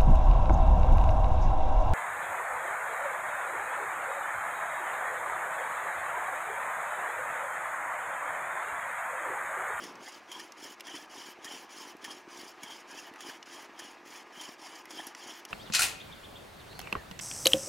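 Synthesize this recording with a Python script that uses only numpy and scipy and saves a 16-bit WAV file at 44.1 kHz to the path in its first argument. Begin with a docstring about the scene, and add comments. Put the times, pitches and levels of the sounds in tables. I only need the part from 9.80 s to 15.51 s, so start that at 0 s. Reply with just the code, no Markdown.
"""A bow drill is worked outdoors, over a steady rush of air and a faint hum.
From the start, a cord spins a wooden spindle to and fro in a board, three or four strokes a second.
A second, duller rush stops after a quarter of a second. As a push sets in, the dry tip often bites
into the wood; through each stroke it rasps, squeals and rattles, now and then chirping or knocking.
As the spindle slows, charred dust sizzles; at some turns of the bow the cord ticks, then work goes on."""
import sys
import numpy as np
from scipy import signal
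from scipy.fft import rfft, irfft, next_fast_len
from scipy.io import wavfile
from scipy.ndimage import map_coordinates

SR = 44100
rng = np.random.default_rng(int(sys.argv[2]) if len(sys.argv) > 2 else 0)


def file_out(sig):
    """Save sig as 16-bit WAV at sys.argv[1]."""
    # one column per channel
    cols = np.atleast_2d(sig).T
    # limit, then scale
    lim = np.clip(cols, -1, 1)
    pcm = np.round(lim * 32767).astype(np.int16)
    wavfile.write(sys.argv[1], SR, pcm)


N = 251811

# Tone and resonance levels are relative; hum, tick, knock, chirp, bite and stroke levels
# set how loud each sounds.
# The tone of the outdoor rush. Each row: frequency in Hz, level in dB.
AIR_TONE = [(25, -28), (80, -30), (180, -18), (340, -3.5), (500, -5.5), (850, 0), (1200, -1.5),
            (1400, -4.5), (1700, -5), (2400, -6.5), (3600, -17), (6000, -19.5), (8200, -30), (15500, -37.5)]
# The tone of the duller rush at the start. 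Each row: frequency in Hz, level in dB.
DULL_TONE = [(25, -27), (70, -25), (120, -13), (210, -0.5), (400, -2), (600, -1.5), (800, -4), (1100, 1),
             (1500, -10), (2500, -13), (6000, -41)]
# The notes of the faint hum. Each row: pitch in Hz, level in dB.
HUM_NOTES = [(120, -88), (216, -79), (350, -68.5), (1011, -72.5), (1226, -70.5), (1286, -85.5),
             (1666, -69.5)]
# The cord snaps over itself. Each row: start in seconds, level in dB, extra dB for the ring,
# extra dB for the bright edge, ring pitch in Hz, seconds for the crack to fade by 60 dB.
CORD_TICKS = [(0.1545, -37, -8, -32, 1770, 0.017), (0.7207, -30, -15, -24, 2760, 0.016),
              (0.9977, -37, -4, -22, 2400, 0.016), (1.0062, -33.5, 0.5, -13.5, 2770, 0.018),
              (2.1668, -49, -5, -12, 2440, 0.02), (3.3373, -45.5, 1, -12, 2700, 0.017),
              (3.3588, -41, -0.5, -20, 1910, 0.014), (3.6267, -34, -2, -43, 2900, 0.019),
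              (3.6611, -48, -2, -30, 2290, 0.018), (5.0546, -37.5, -0.5, -15, 2000, 0.019),
              (5.2679, -40, -14, 1.5, 2030, 0.02), (5.3485, -27, -6.5, -43, 1945, 0.015),
              (5.6508, -30, -5, -14, 2900, 0.018)]
# How the bow rings. Each row: multiple of the ring pitch, level in dB, seconds to fade by 60 dB.
BOW_RING = [(.7, -5.5, 0.011), (1, -0.5, 0.026), (1.48, -6.5, 0.021)]
# The spindle knocks hard in its socket. Each row: start in seconds, level in dB.
SOCKET_KNOCKS = [(.855, -42), (1.147, -37.5), (1.38, -39), (1.588, -39), (1.652, -37.5), (2.15, -36),
                 (2.281, -40), (2.477, -36.5), (2.589, -39.5), (2.838, -37), (3.313, -38.5), (4.022, -41),
                 (4.574, -41.5), (4.69, -35.5), (5.192, -43), (5.27, -38), (5.461, -38.5)]
# Where spindle and board like to ring (resonances). Each row: pitch in Hz, width in Hz, level in dB.
WOOD_RINGS = [(325, 38, 0), (890, 266, -1), (1712, 196, -3), (2230, 440, -6), (3060, 383, -3.5),
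              (5220, 850, -8.5), (5930, 73, -9.5), (6670, 250, -10), (7310, 200, -15), (8620, 510, -21),
              (9770, 340, -18.5), (10280, 270, -15.5), (10980, 250, -22), (13640, 2700, -29)]
# The tip catches and sings. Each row: middle in seconds, level in dB, pitch in Hz, length in seconds.
TIP_CHIRPS = [(0.043, -45, 1963, .015), (0.283, -44, 2050, 0.0093), (0.527, -40, 3210, .013),
              (0.547, -39, 3230, .007), (0.568, -41, 954, .026), (.602, -39, 1790, 0.0085),
              (1.084, -44, 1890, 0.015), (1.144, -39, 3020, .006), (1.145, -37.5, 940, .005),
              (1.152, -42, 1890, 0.016), (1.67, -39.5, 1830, .015), (1.683, -37.5, 3160, .009),
              (1.714, -39, 3030, .011), (1.715, -42.5, 860, 0.015), (2.252, -38.5, 1756, 0.015),
              (2.281, -37, 862, 0.0055), (2.308, -41, 3090, .016), (2.839, -42, 2264, .011),
              (2.905, -46, 860, 0.018), (3.114, -47, 1605, 0.034), (3.19, -39, 2840, .007),
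              (3.5, -37.5, 1800, 0.0063), (4.001, -40.5, 1760, 0.0084), (4.604, -38, 3140, .011),
              (4.658, -40.5, 3070, 0.0096), (5.191, -33, 3155, 0.0071), (5.197, -32.5, 890, .005),
              (5.204, -37, 1810, 0.009)]
# The tip digs into the board. Each row: start in seconds, level in dB.
TIP_BITES = [(0.0368, -31.5), (0.515, -30.5), (.595, -35.5), (1.067, -34), (1.151, -35), (1.644, -26.5),
             (1.721, -33.5), (2.242, -29.5), (2.8308, -31), (3.1807, -40), (3.405, -34), (3.4926, -35),
             (3.990, -30.5), (4.61, -32), (5.105, -34), (5.2685, -34)]
# What makes a bite brighter. Each row: frequency in Hz, boost or cut in dB.
BITE_TONE = [(1000, -8), (3000, -5.5), (6000, 1), (12000, 4.5)]
# The bow's strokes, push and pull in turn. Each row: start and end in seconds, levels of rasp, squeal
# and shudder in dB, when the hand presses down in seconds, how hard in dB.
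BOW_STROKES = [(-.06, .134, -55, -53, -50, .034, 3.5), (0.201, 0.399, -55.5, -56.5, -61, .28, 5.5),
               (0.473, 0.696, -55.5, -51.5, -56.5, .598, 5), (0.77, 0.953, -55.5, -54.5, -57.5, .843, 6),
               (1.035, 1.266, -54.5, -50, -53, 1.157, 4), (1.295, 1.54, -53, -53.5, -53.5, 1.405, 2),
               (1.609, 1.873, -53.5, -54, -54, 1.728, 3), (1.892, 2.132, -54, -53.5, -56.5, 2.015, 0.5),
               (2.209, 2.427, -55, -53, -56, 2.315, 6), (2.483, 2.73, -55.5, -60, -58, 2.61, 4),
               (2.796, 3.033, -55.5, -51.5, -56, 2.915, 4), (3.075, 3.304, -54.5, -57, -57, 3.19, 1.5),
               (3.381, 3.59, -54, -51.5, -52.5, 3.498, 4), (3.656, 3.867, -55.5, -56, -62, 3.752, 2),
               (3.946, 4.16, -58.5, -55, -55, 4.04, 5.5), (4.251, 4.434, -55.5, -61, -58, 4.365, 5.5),
               (4.522, 4.759, -53, -52, -59.5, 4.612, 1), (4.78, 5.026, -56, -56, -55.5, 4.85, 3),
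               (5.084, 5.331, -52.5, -50.5, -53.5, 5.2, 2.5), (5.352, 5.622, -55, -51.5, -60, 5.515, 3),
               (5.675, 5.9, -49.5, -58, -48, 5.78, 2)]

# Each group of three is for rasp, squeal and shudder.
PUSH_FADE_DB, PULL_FADE_DB = (0, 11.5, 5), (1, -7, -1)  # drop over a stroke; below zero it rises
PUSH_POWER, PULL_POWER = (0.63, 0.81, 0.77), (0.32, 0.91, .6)  # strength is speed to this power
PRESS_SHARE = (1.0, 0.85, .4)  # how much each follows the hand's pressure


def amp(db):
    """Turn decibels into a number to multiply by."""
    return 10 ** (np.asarray(db) / 20)


def unit(x):
    """Scale a sound so that its average strength (rms) is 1."""
    return x / np.sqrt(np.mean(x ** 2) + 1e-20)


def along(points, hz):
    """Read between (Hz, value) points, spacing frequencies by octaves."""
    point_hz, values = np.transpose(points)
    return np.interp(np.log(hz + 1), np.log(point_hz + 1), values)


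def wobble(rate):
    """A smooth curve through `rate` random values a second."""
    return map_coordinates(rng.standard_normal(int(N * rate / SR) + 4), [np.arange(N) * rate / SR])


def filtered(x, response):
    """Turn each frequency of a sound up or down by response(hz)."""
    n = x.shape[-1]
    padded = next_fast_len(n + 8192)
    return irfft(rfft(x, padded) * response(np.fft.rfftfreq(padded, 1 / SR)), padded)[..., :n]


def resonance(hz, centre, width):
    """A filter that rings at its centre and lets little through far from it."""
    damping = 2j * hz * width
    return (damping / (centre ** 2 - hz ** 2 + damping)) ** 2


def body(hz, rings):
    """How much several resonances together let through at each frequency."""
    power = 0
    for centre, width, db in rings:
        damping = (2 * width * hz) ** 2
        power = power + (amp(db) * damping / ((centre ** 2 - hz ** 2) ** 2 + damping)) ** 2
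    return np.sqrt(power)


def band(n, centre_hz, width_hz):
    """Noise gathered around one pitch."""
    return unit(filtered(rng.standard_normal(n), lambda hz: resonance(hz, centre_hz, width_hz)))


def patchy(x, depth_db, spread_hz, life_s):
    """Make random patches of a sound louder or softer, each about spread_hz wide and life_s long."""
    hz, t, spectrum = signal.stft(x, SR, nperseg=512)
    grid = rng.standard_normal((256, 1024))
    patches = map_coordinates(grid, np.meshgrid(hz / spread_hz, t / life_s, indexing="ij"), mode="wrap")
    return signal.istft(spectrum * amp(depth_db * patches), SR, nperseg=512)[1][:N]


def friction(rough_db, grain_db):
    """The noise of many wood fibres slipping, uneven as the spindle turns."""
    return rng.standard_normal(N) * amp(rough_db * wobble(130) + grain_db * wobble(1800))


def add(track, start_s, sound):
    """Mix a sound into the track at a given time."""
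    start = max(round(start_s * SR), 0)
    part = sound[:max(N - start, 0)]
    track[start:start + len(part)] += part


def outdoors():
    """A fluttering rush and a wavering hum; only a low murmur and rumble differ between the ears."""
    t = np.arange(N) / SR
    flutter = amp(0.96 * wobble(70) + 0.56 * wobble(11))
    air = patchy(rng.standard_normal(N), depth_db=1.7, spread_hz=202.4, life_s=.025)
    rush = unit(flutter * filtered(air, lambda hz: amp(along(AIR_TONE, hz))))
    waver = 1.14 * wobble(12)
    hum = sum(amp(db) * np.sqrt(2) * np.sin(2 * np.pi * hz * t + waver) for hz, db in HUM_NOTES)
    murmur = np.array([band(N, centre_hz=325, width_hz=61) for _ in range(2)])
    rumble = np.array([band(N, centre_hz=81.5, width_hz=100) for _ in range(2)])
    return amp(-54) * rush + hum + amp(-72) * murmur + amp(-86.5) * rumble


def dull_rush():
    """A dull rush is there at first and stops suddenly."""
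    t = np.arange(N) / SR
    rush = unit(filtered(rng.standard_normal(N), lambda hz: amp(along(DULL_TONE, hz))))
    return amp(-51) * np.interp(t, [.228, .24], [1, 0]) * rush


def cord_ticks():
    """The cord snaps: a dry crack with a bright edge, and a short ring of the bow."""
    out, t = np.zeros(N), np.arange(SR // 10) / SR
    for start, db, ring_db, edge_db, ring_hz, fade_s in CORD_TICKS:
        snap = amp(-7.5) * band(len(t), centre_hz=5640, width_hz=960)
        edge = amp(edge_db + 5) * band(len(t), centre_hz=10700, width_hz=1800)
        crack = (snap + edge) * amp(-60 * t / fade_s)
        pitch_hz = ring_hz + 380 * band(len(t), centre_hz=507, width_hz=200)
        phase = 2 * np.pi * np.cumsum(pitch_hz) / SR
        ring = sum(amp(level - 60 * t / ring_s) * np.sin(k * phase) for k, level, ring_s in BOW_RING)
        rise = 1 - np.exp(-t / 0.00089)
        add(out, start, amp(db) * rise * (crack + amp(ring_db - 1) * ring))
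    return out


def knocks():
    """Each knock of the spindle makes the board swing a few times, giving a low thud."""
    out, t = np.zeros(N), np.arange(SR // 20) / SR
    rise = t / 0.0017
    swell = rise * np.exp(1 - rise)
    for start, db in SOCKET_KNOCKS:
        pitch_hz = 310 * (1 + 0.067 * rng.standard_normal())
        add(out, start, amp(db - 4) * swell * np.sin(2 * np.pi * pitch_hz * t))
    low_hz = 85  # the board is too small to give off much sound below this
    return filtered(out, lambda hz: (1j * hz / (1j * hz + low_hz)) ** 2)


def shudder(drive, taps_a_second=50):
    """The wobbling spindle rattles in its socket: quick, uneven, low taps over a dull rub."""
    gaps, force = rng.random((800, 2)).T
    times = np.cumsum(.5 + gaps) / taps_a_second
    taps = np.bincount((times * SR).astype(int), amp(11.2 * force), minlength=N)[:N]
    rattle = unit(filtered(taps, lambda hz: resonance(hz, centre=314, width=109)))
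    rub = unit(filtered(rng.standard_normal(N), lambda hz: body(hz, WOOD_RINGS[:1])))
    loose = amp(-62)  # a little rattle stays while the bow turns round
    strength = np.hypot(drive, loose) * amp(2.1 * wobble(25))
    return strength * (amp(-4) * rattle + amp(-9) * rub)


def dust(drive):
    """Charred dust sizzles under the tip, most with hard rubbing and just before the bow turns."""
    t = np.arange(N) / SR
    usual = np.sqrt(np.mean(drive ** 2))
    sizzle = amp(-20) * usual * (drive / usual) ** 1.8
    lead_s, flare_s = 0.036, .018
    for k, (_, end, rasp_db, *_) in enumerate(BOW_STROKES):
        flare_db = -11.5 if k % 2 else -20  # stronger after a pull
        sizzle += amp(rasp_db + flare_db) * np.exp(-((t - end + lead_s) / flare_s) ** 2)
    slips = friction(rough_db=3.5, grain_db=4)
    grit = unit(filtered(slips, lambda hz: resonance(hz, centre=13200, width=2800)))
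    return sizzle * amp(3 * wobble(14)) * grit


def chirps():
    """The tip catches and the wood sings: a short rough tone that swells and fades."""
    out, t = np.zeros(N), np.arange(N) / SR
    drift = 2 * np.pi * np.cumsum(90 * wobble(600)) / SR
    for middle, db, hz, length in TIP_CHIRPS:
        near = np.abs(t - middle) < 2 * length
        swell = np.exp(-2 * ((t[near] - middle) / length) ** 2)
        out[near] += amp(db - 3.5) * swell * np.sin(2 * np.pi * hz * t[near] + drift[near])
    return out


def bites(rise_s=0.0015, fade_s=0.08):
    """The tip digs in and tears fibres: a short, bright burst."""
    t = np.arange(N) / SR
    force = np.zeros(N)
    for start, db in TIP_BITES:
        age = np.maximum(t - start, 0)
        force += amp(db - 8.5 - 60 * age / fade_s) * (1 - np.exp(-age / rise_s))
    tearing = patchy(friction(rough_db=1, grain_db=-2), depth_db=-0.5, spread_hz=404, life_s=0.015)
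    burst = filtered(tearing, lambda hz: body(hz, WOOD_RINGS[1:]) * amp(along(BITE_TONE, hz)))
    return force * unit(burst)


def squeal(drive):
    """Under load the spindle sings hoarsely, sinking in pitch each stroke, over a weaker low note."""
    t = np.arange(N) / SR
    starts = np.array([row[0] for row in BOW_STROKES])
    stroke = np.maximum(np.searchsorted(starts, t, side="right") - 1, 0)
    age = t - starts[stroke]
    pitch_hz = 3080 + 260 * np.exp(-age / .08) + 55 * wobble(25) + 155 * wobble(700)
    upper = unit(np.sin(2 * np.pi * np.cumsum(pitch_hz) / SR) * amp(4 * wobble(220)))
    lower = band(N, centre_hz=1710, width_hz=330)
    load = (drive / drive.max()) ** 0.52
    return drive * load * (amp(-1) * upper + amp(-12.5) * lower)


def rasp(drive, crumbs_a_second=70):
    """The tip grinds on an ever-shifting spot; a harder stroke adds more high scrape than low grind."""
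    usual = np.sqrt(np.mean(drive ** 2))
    fibres = patchy(friction(rough_db=2, grain_db=0.5), depth_db=3, spread_hz=293.6, life_s=.022)
    crumbs = (rng.random(N) < crumbs_a_second / SR) * rng.standard_normal(N)  # char being crushed
    scrape = unit(filtered(fibres + amp(9) * crumbs, lambda hz: body(hz, WOOD_RINGS[5:])))
    rubbing = patchy(friction(rough_db=0, grain_db=2), depth_db=3.5, spread_hz=199.2, life_s=.03)
    grind = unit(filtered(rubbing, lambda hz: body(hz, WOOD_RINGS[1:5])))
    return amp(0.5) * drive * scrape + amp(-54.5) * (drive / usual) ** 0.76 * grind


def bow_strokes(press_s=0.017):
    """Bow speed and hand pressure set the drive: the strength of rasp, squeal and shudder over time."""
    t = np.arange(N) / SR
    drive = np.zeros((3, N))
    for k, (start, end, *levels_db, press_at, press_db) in enumerate(BOW_STROKES):
        power, fade_db = (PULL_POWER, PULL_FADE_DB) if k % 2 else (PUSH_POWER, PUSH_FADE_DB)
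        moving = (t > start) & (t < end)
        progress = (t[moving] - start) / (end - start)
        speed = np.abs(np.sin(np.pi * progress))
        press = press_db * np.exp(-((t[moving] - press_at) / press_s) ** 2)
        shape_db = np.outer(fade_db, .5 - progress) + np.outer(PRESS_SHARE, press)
        drive[:, moving] += amp(levels_db)[:, None] * speed ** np.array(power)[:, None] * amp(shape_db)
    return drive * amp(0.85 * wobble(45))  # the bow's speed is never quite even


def scene():
    """The drill straight ahead, in open air."""
    rasp_drive, squeal_drive, shudder_drive = bow_strokes()
    tip = rasp(rasp_drive) + dust(rasp_drive) + bites() + squeal(squeal_drive) + chirps()
    return tip + shudder(shudder_drive) + knocks() + cord_ticks() + outdoors() + dull_rush()


def record(dry):
    """Cut away the very highest treble, above 15800 Hz."""
    return filtered(dry, lambda hz: hz < 15800)


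dry = scene()
out = record(dry)
file_out(out)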